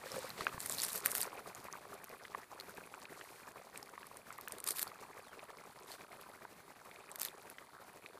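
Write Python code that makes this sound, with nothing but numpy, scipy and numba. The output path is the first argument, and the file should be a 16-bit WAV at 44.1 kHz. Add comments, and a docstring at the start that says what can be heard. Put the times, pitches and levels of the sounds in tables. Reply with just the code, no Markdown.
"""Thick gravy boils in a wide metal pan over an outdoor fire; a phone is held just above it.
From the start the fire rumbles, an insect hisses in a narrow band, and steam pockets burst as rising
blips and spit fine drops. The boil sizzles, one pocket gurgles, a few thump; then hands tear herbs:
stems snap, leaves rustle. They tear again near 4.7 s, a far bird whistles once at 5.2 s, and a last
pull comes at 7.2 s."""
import sys
import numpy as np
from scipy import signal
from scipy.fft import rfft, irfft
from scipy.io import wavfile
from scipy.ndimage import uniform_filter1d
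from numba import njit

SR = 44100
rng = np.random.default_rng(int(sys.argv[2]) if len(sys.argv) > 2 else 0)


def store_wav(level_fs):
    """Save 16-bit WAV to argv[1]."""
    pcm = np.round(np.clip(np.atleast_2d(level_fs), -1, 1) * 32767)
    wavfile.write(sys.argv[1], SR, pcm.T.astype(np.int16))


N = 361158

# background around the pan: (time [s], rumble level [dB], open-air hiss level [dB])
BACKGROUND = [(0.0, -55, -67), (1.07, -56, -63.5), (1.5, -61, -79), (8.19, -65, -75.5)]
# spectra of the rumble, of air and steam, and of rustling: (frequency [Hz], relative density [dB])
RUMBLE_SPECTRUM = [(20, -25), (50, -14), (110, -4.5), (220, -3.5), (420, -7), (1000, -7.5), (2400, -13),
                   (3000, -21)]
HISS_SPECTRUM = [(1500, -36), (3000, 2.5), (4400, 9), (5700, -3.5), (9000, 4), (16000, -8.5)]
RUSTLE_SPECTRUM = [(200, -6), (700, -7.5), (1800, 2.5), (3300, -4.5), (4300, 1), (6000, -2), (9200, 4.5),
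                   (14200, 1.5), (16000, -26)]
# bursts of rustling hiss: the boil sizzling at the start, then pulls on the herbs
# (time [s], hold [s], level [dB], gain below 6 kHz [dB])
RUSTLES = [(0.058, 0.22, -59, 12), (.38, 0.051, -60.5, 18.5), (0.602, 0.062, -48, -5.5),
           (0.698, 0.075, -48.5, -4.5), (0.784, 0.08, -46.5, -0.5), (0.885, 0.1, -49, -4),
           (1.058, 0.0068, -43.5, -1), (1.105, 0.011, -43, -18), (1.156, 0.077, -46, -9),
           (3.165, 0.25, -63, 5.5), (4.675, 0.04, -42.5, -4.5), (4.761, 0.075, -48.5, -5.5),
           (5.882, 0.064, -56.5, 6.5), (7.209, 0.056, -50, 4)]
# stems snapping and drops spitting: (time [s], level [dB], pitch [Hz])
CLICKS = [(0.118, -31, 5360), (0.1597, -36, 9200), (0.1902, -33, 8200), (0.293, -36, 13100),
          (0.3034, -34, 4130), (0.4088, -32, 4300), (0.446, -33.5, 8000), (0.604, -25.5, 7800),
          (0.66, -23.5, 9500), (0.697, -22, 7840), (0.71, -28, 9600), (0.723, -24, 7700),
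          (0.7477, -29, 6400), (0.784, -27.5, 4120), (0.7932, -29, 4270), (0.801, -25, 4540),
          (0.8188, -22, 7460), (0.8344, -21, 9700), (0.844, -25.5, 9800), (0.849, -24, 9900),
          (.8651, -29, 8600), (.9033, -34.5, 4100), (0.9311, -24, 10800), (0.9585, -23, 12400),
          (1.0046, -33, 8300), (1.0543, -24, 12400), (1.0598, -10.5, 13500), (1.0694, -23, 13500),
          (1.0816, -33, 13500), (1.11, -29, 11400), (1.1168, -21.5, 9900), (1.1516, -16.5, 12500),
          (1.159, -28, 11900), (1.181, -20, 12300), (1.2054, -21, 12300), (1.2172, -24.5, 12300),
          (1.2237, -26, 4660), (1.231, -23, 8700), (1.549, -35.5, 6760), (1.6428, -38, 11700),
          (1.727, -33, 6300), (2.0425, -33, 12300), (2.6, -32, 4160), (2.609, -37, 4360),
          (3.7756, -31, 8500), (3.8286, -36.5, 5130), (4.0687, -37.5, 11100), (4.1706, -35, 9100),
          (4.327, -41, 7700), (4.3814, -38, 12700), (4.411, -34.5, 12400), (4.4825, -29, 13700),
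          (4.522, -27, 8900), (4.584, -32.5, 9100), (4.6023, -30.5, 9200), (4.641, -24, 13000),
          (4.6653, -31, 7700), (4.6782, -27, 9100), (4.6876, -19.5, 9100), (4.7075, -19.5, 9400),
          (4.7182, -28, 9500), (4.76, -33, 13600), (4.7751, -30, 12400), (4.785, -24.5, 12300),
          (4.7939, -20, 13500), (4.8, -30, 11900), (4.8159, -26, 12100), (4.8285, -17.5, 12600),
          (4.8769, -35.5, 4600), (5.9176, -35, 4400), (7.1159, -34, 8300), (7.1579, -26, 12900),
          (7.189, -35, 12700), (7.1976, -26, 12900), (7.2126, -30, 7700), (7.2166, -20.5, 13400),
          (7.2313, -23, 12600), (7.25, -21.5, 13000), (7.2582, -29, 13300), (7.285, -35, 3550),
          (7.5, -35, 10300)]
# one deep pocket gurgling, and dull thumps: (time [s], level [dB])
GURGLE_PULSES = [(0.059, -39), (.117, -41), (.14, -40), (0.164, -34), (.181, -33), (0.243, -36)]
LOW_THUMPS = [(0.411, -28), (0.545, -26.5), (0.578, -32)]
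# resonances of the air above the gravy: (frequency [Hz], width [Hz], lift [dB])
PAN_RESONANCES = [(395, 59, 6), (1153, 480, 5), (2470, 130, 3.5)]
# the boil, before the pan colours it: (time [s], level [dB])
BOIL_LEVELS = [(0, -47.5), (.3, -45), (.42, -42), (.6, -52.5), (1.05, -44.5), (1.6, -49.5), (3.2, -50.5),
               (4.2, -53.5), (4.7, -49), (5.2, -52), (6.3, -51.5), (6.6, -57), (7.0, -51.5), (8.19, -55)]
# brief lulls in the boil: (time [s], depth [dB])
BOIL_LULLS = [(.34, 34), (2.475, 28), (2.66, 7)]
# the largest bubbles, before the pan colours them: (time [s], level [dB], nominal pitch [Hz])
LARGE_BUBBLES = [(0.408, -22, 1230), (0.468, -11.5, 1540), (0.543, -30.5, 1050), (0.579, -27, 1060),
                 (0.701, -29, 670), (1.058, -27, 2440), (1.131, -34, 1130), (1.253, -30, 1090),
                 (1.684, -33, 1060), (1.736, -30, 1180), (2.252, -29.5, 1930), (2.348, -20.5, 1094),
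                 (2.772, -35, 2340), (2.94, -29, 1440), (3.054, -30.5, 2420), (3.212, -29, 1800),
                 (3.758, -30.5, 2330), (3.978, -29, 1130), (4.03, -32, 1610), (4.305, -29.5, 1360),
                 (4.386, -29.5, 1170), (4.476, -25, 1630), (4.917, -33, 1220), (5.393, -33, 2370),
                 (6.451, -28.5, 940), (6.913, -34, 2140), (6.96, -35, 2290), (7.584, -30, 1910),
                 (8.061, -29.5, 2350)]

TOP_HZ = 15050  # upper limit of the phone and of the swarms' starting pitches
TIME = np.arange(N) / SR


def undb(db):
    return 10 ** (np.asarray(db) / 20)


def unit(x):
    return x / np.sqrt(np.mean(x ** 2))


def curve(rows):
    """Columns of a table joined by straight lines in time."""
    times, *columns = np.transpose(rows)
    return [np.interp(TIME, times, column) for column in columns]


def colour(x, spectrum):
    """Filter to a spectrum, at unit RMS."""
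    hz, db = np.transpose(spectrum)
    bins = np.maximum(np.arange(N // 2 + 1) * SR / N, 1)
    return unit(irfft(rfft(x) * undb(np.interp(np.log(bins), np.log(hz), db)), N))


def noise(spectrum):
    return colour(rng.standard_normal(N), spectrum)


def walk(rate_hz):
    """Random steps smoothed twice, at unit RMS."""
    hold = int(SR / rate_hz)
    steps = np.repeat(rng.standard_normal(N // hold + 1), hold)
    return unit(uniform_filter1d(uniform_filter1d(steps, hold), hold)[:N])


@njit
def blips(n, start, step, cycles, rise, size):
    """Damped sines that swell within half a cycle; the pitch grows by `rise` each cycle."""
    out = np.zeros(n)
    for e in range(len(start)):
        phase, i = 0., int(start[e])
        while phase < 2 * cycles[e] + 1 and i < n:
            envelope = min(2 * phase, 1.) * np.exp(-2.3 * phase / cycles[e])
            out[i] += size[e] * envelope * np.sin(2 * np.pi * phase)
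            phase += min(step[e] * (1 + rise[e] * phase), .45)
            i += 1
    return out


def ring(times, hz, db, cycles, rise=0.):
    """Blips at the given times, each 20 dB down after `cycles`."""
    times, hz, db, cycles, rise = np.broadcast_arrays(times, hz, db, cycles, rise)
    return blips(N, times * SR, hz / SR, np.maximum(cycles, .5), 1. * rise, undb(db))


def swarm(surge_db, count, low_hz, octaves, tilt_db, cycles, spread_db, rise=0.):
    """Random blips whose levels follow the surges; low ones die in fewer cycles."""
    when, size, height, sustain, glide = rng.random((count, 5)).T
    db = surge_db[(when * N).astype(int)] + tilt_db * height - spread_db * np.log(1 - .98 * size)
    hz = np.minimum(low_hz * 2 ** (octaves * height), TOP_HZ)
    ring_cycles = cycles * 2 ** (2 * height + sustain - 1.5)
    return unit(ring(when * N / SR, hz, db, ring_cycles, 2 * rise * glide))


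def fire_and_air(surge):
    """Below the microphone the fire and churning pan rumble; the open air hisses all round."""
    rumble_db, hiss_db = curve(BACKGROUND)
    flicker_db = 1.83 * np.clip(walk(16), -2, 1.5)
    rumble = undb(rumble_db + 3.36 * surge + flicker_db) * noise(RUMBLE_SPECTRUM)
    hiss = undb(hiss_db + .83 * walk(26)) * noise(HISS_SPECTRUM)
    return rumble + hiss


def insect(hz=10750, width_hz=260, db=-78):
    """A faint insect hisses in one narrow band, wavering in level."""
    band = signal.iirpeak(hz, hz / width_hz, fs=SR)
    return undb(db + walk(8)) * unit(signal.lfilter(*band, rng.standard_normal(N)))


def bird(start_s=5.205, length_s=.19, start_hz=5350, rest_hz=2050, fall_s=.092, db=-71):
    """Far off, one unsteady whistle sinks towards its rest pitch."""
    since = np.clip(TIME - start_s, 0, length_s)
    swell = np.abs(np.sin(np.pi * since / length_s)) ** .3
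    gain = undb(db + 1.8 * walk(190)) * swell
    hz = rest_hz + (start_hz - rest_hz) * np.exp(-since / fall_s)
    hz *= 1 + .035 * walk(370)
    return gain * np.sqrt(2) * np.sin(2 * np.pi * np.cumsum(hz) / SR)


def fibres(decay_s=.0013):
    """Breaking fibres: tiny noise bursts, most weak and a few strong."""
    when, size = rng.random((N // 100, 2)).T
    kicks = np.zeros(N)
    kicks[(when * N).astype(int)] = (1 - .99 * size) ** -.42
    envelope = signal.lfilter([1], [1, -np.exp(-1 / (decay_s * SR))], kicks)
    return colour(envelope * rng.standard_normal(N), RUSTLE_SPECTRUM)


def sizzle_and_herbs(rise_db_per_s=909, fall_db_per_s=484, tear_db=-54, split_hz=6000):
    """Bursts of flickering hiss: first the boil sizzles, then leaves rub and their fibres crackle."""
    gain, low_gain = np.zeros(N), np.zeros(N)
    for start, hold, db, low_db in RUSTLES:
        before, after = np.maximum(start - TIME, 0), np.maximum(TIME - start - hold, 0)
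        burst = undb(db - rise_db_per_s * before - fall_db_per_s * after)
        gain += burst
        low_gain += burst * undb(low_db)
    breaks = fibres()
    flicker = np.clip(walk(70), -2, 1.5)
    ticks = swarm(2 * flicker, count=4000, low_hz=3400, octaves=2.15, tilt_db=-16, cycles=13,
                  spread_db=1)
    crackle = undb(2 * flicker) * breaks + undb(-3) * ticks
    # soft bursts mostly swish; fibres break under a hard pull
    tearing = gain ** 2 / (gain ** 2 + undb(2 * tear_db))
    swish = undb(-3 + 3.4 * tearing * flicker) * noise(RUSTLE_SPECTRUM)
    rustle = tearing * undb(1.5) * crackle + swish
    low = signal.sosfiltfilt(signal.butter(2, split_hz, fs=SR, output="sos"), rustle)
    return gain * (rustle - low) + low_gain * low


def snaps(tail_ms=1.1):
    """A stem snaps or a drop spits: a click with a short tail of noise."""
    times, db, hz = np.transpose(CLICKS)
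    kicks = np.zeros(N)
    kicks[(times * SR).astype(int)] = undb(db - 8)
    ms = np.arange(0, .015, 1 / SR) * 1000
    tail = np.minimum(5 * ms, 1) * np.exp(-ms / tail_ms)
    bursts = signal.fftconvolve(kicks, tail)[:N] * noise(RUSTLE_SPECTRUM)
    return ring(times, hz, db, cycles=11) + bursts


def gurgle():
    """A deep pocket rings on one pitch without opening."""
    times, db = np.transpose(GURGLE_PULSES)
    return ring(times, hz=524, db=db, cycles=9.2)


def thumps():
    """Some pockets give a dull thump of barely one cycle."""
    times, db = np.transpose(LOW_THUMPS)
    return ring(times, hz=142, db=db, cycles=.61)


def surges():
    """Steam comes up in surges; the fire is steady, so they even out within an eighth of a second."""
    surge = walk(45) + .7 * walk(22)
    return np.clip(surge - uniform_filter1d(surge, SR // 8), -2.5, 1.5)


def pan(boil, off_resonance_db=-8):
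    """The air in the pan resonates above the gravy."""
    hz = np.arange(N // 2 + 1) * SR / N
    lift_db = sum(db / (1 + (2 * (hz - centre) / width) ** 2) for centre, width, db in PAN_RESONANCES)
    return irfft(rfft(boil) * undb(lift_db + off_resonance_db), N)


def large_bubbles(ring_s=.0048):
    """The skin cracks as it tears, and the opening pocket rings upward."""
    times, db, hz = np.transpose(LARGE_BUBBLES)
    pocket = ring(times, .9 * hz, db - .5, cycles=ring_s * hz, rise=.045)
    crack = ring(times, 1.62 * hz, db - 1, cycles=5.4)
    return pocket + crack


def gravy(surge, lull_half_width_s=.025):
    """Just under the microphone small pockets burst, rising in pitch, with drops and steam."""
    lull_db = sum(db * np.exp(-((TIME - at) / lull_half_width_s) ** 2) for at, db in BOIL_LULLS)
    boil_db = curve(BOIL_LEVELS)[0] - lull_db
    pockets = swarm(2 * surge, count=3900, low_hz=380, octaves=2.65, tilt_db=-1, cycles=4.5,
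                    spread_db=3.7, rise=.03)
    drops = swarm(2 * surge, count=1500, low_hz=2000, octaves=2.7, tilt_db=3, cycles=2.6, spread_db=3.6)
    steam = undb(1.7 * surge) * noise(HISS_SPECTRUM)
    return undb(boil_db) * (pockets + undb(-9) * drops + undb(-12.5) * steam)


def scene():
    """One microphone above the pan: boil and hands close, the outdoors behind."""
    surge = surges()
    low_cut = signal.butter(2, 150, "high", fs=SR, output="sos")
    crackle = signal.sosfilt(low_cut, snaps() + sizzle_and_herbs())
    boil = pan(gravy(surge) + large_bubbles()) + gurgle() + thumps()
    outdoors = fire_and_air(surge) + insect() + bird()
    return (outdoors + crackle + boil)[None]


def record(dry):
    """The phone cuts the top treble steeply."""
    return signal.sosfilt(signal.ellip(10, .2, 70, TOP_HZ, fs=SR, output="sos"), dry)


dry = scene()
out = record(dry)
store_wav(out)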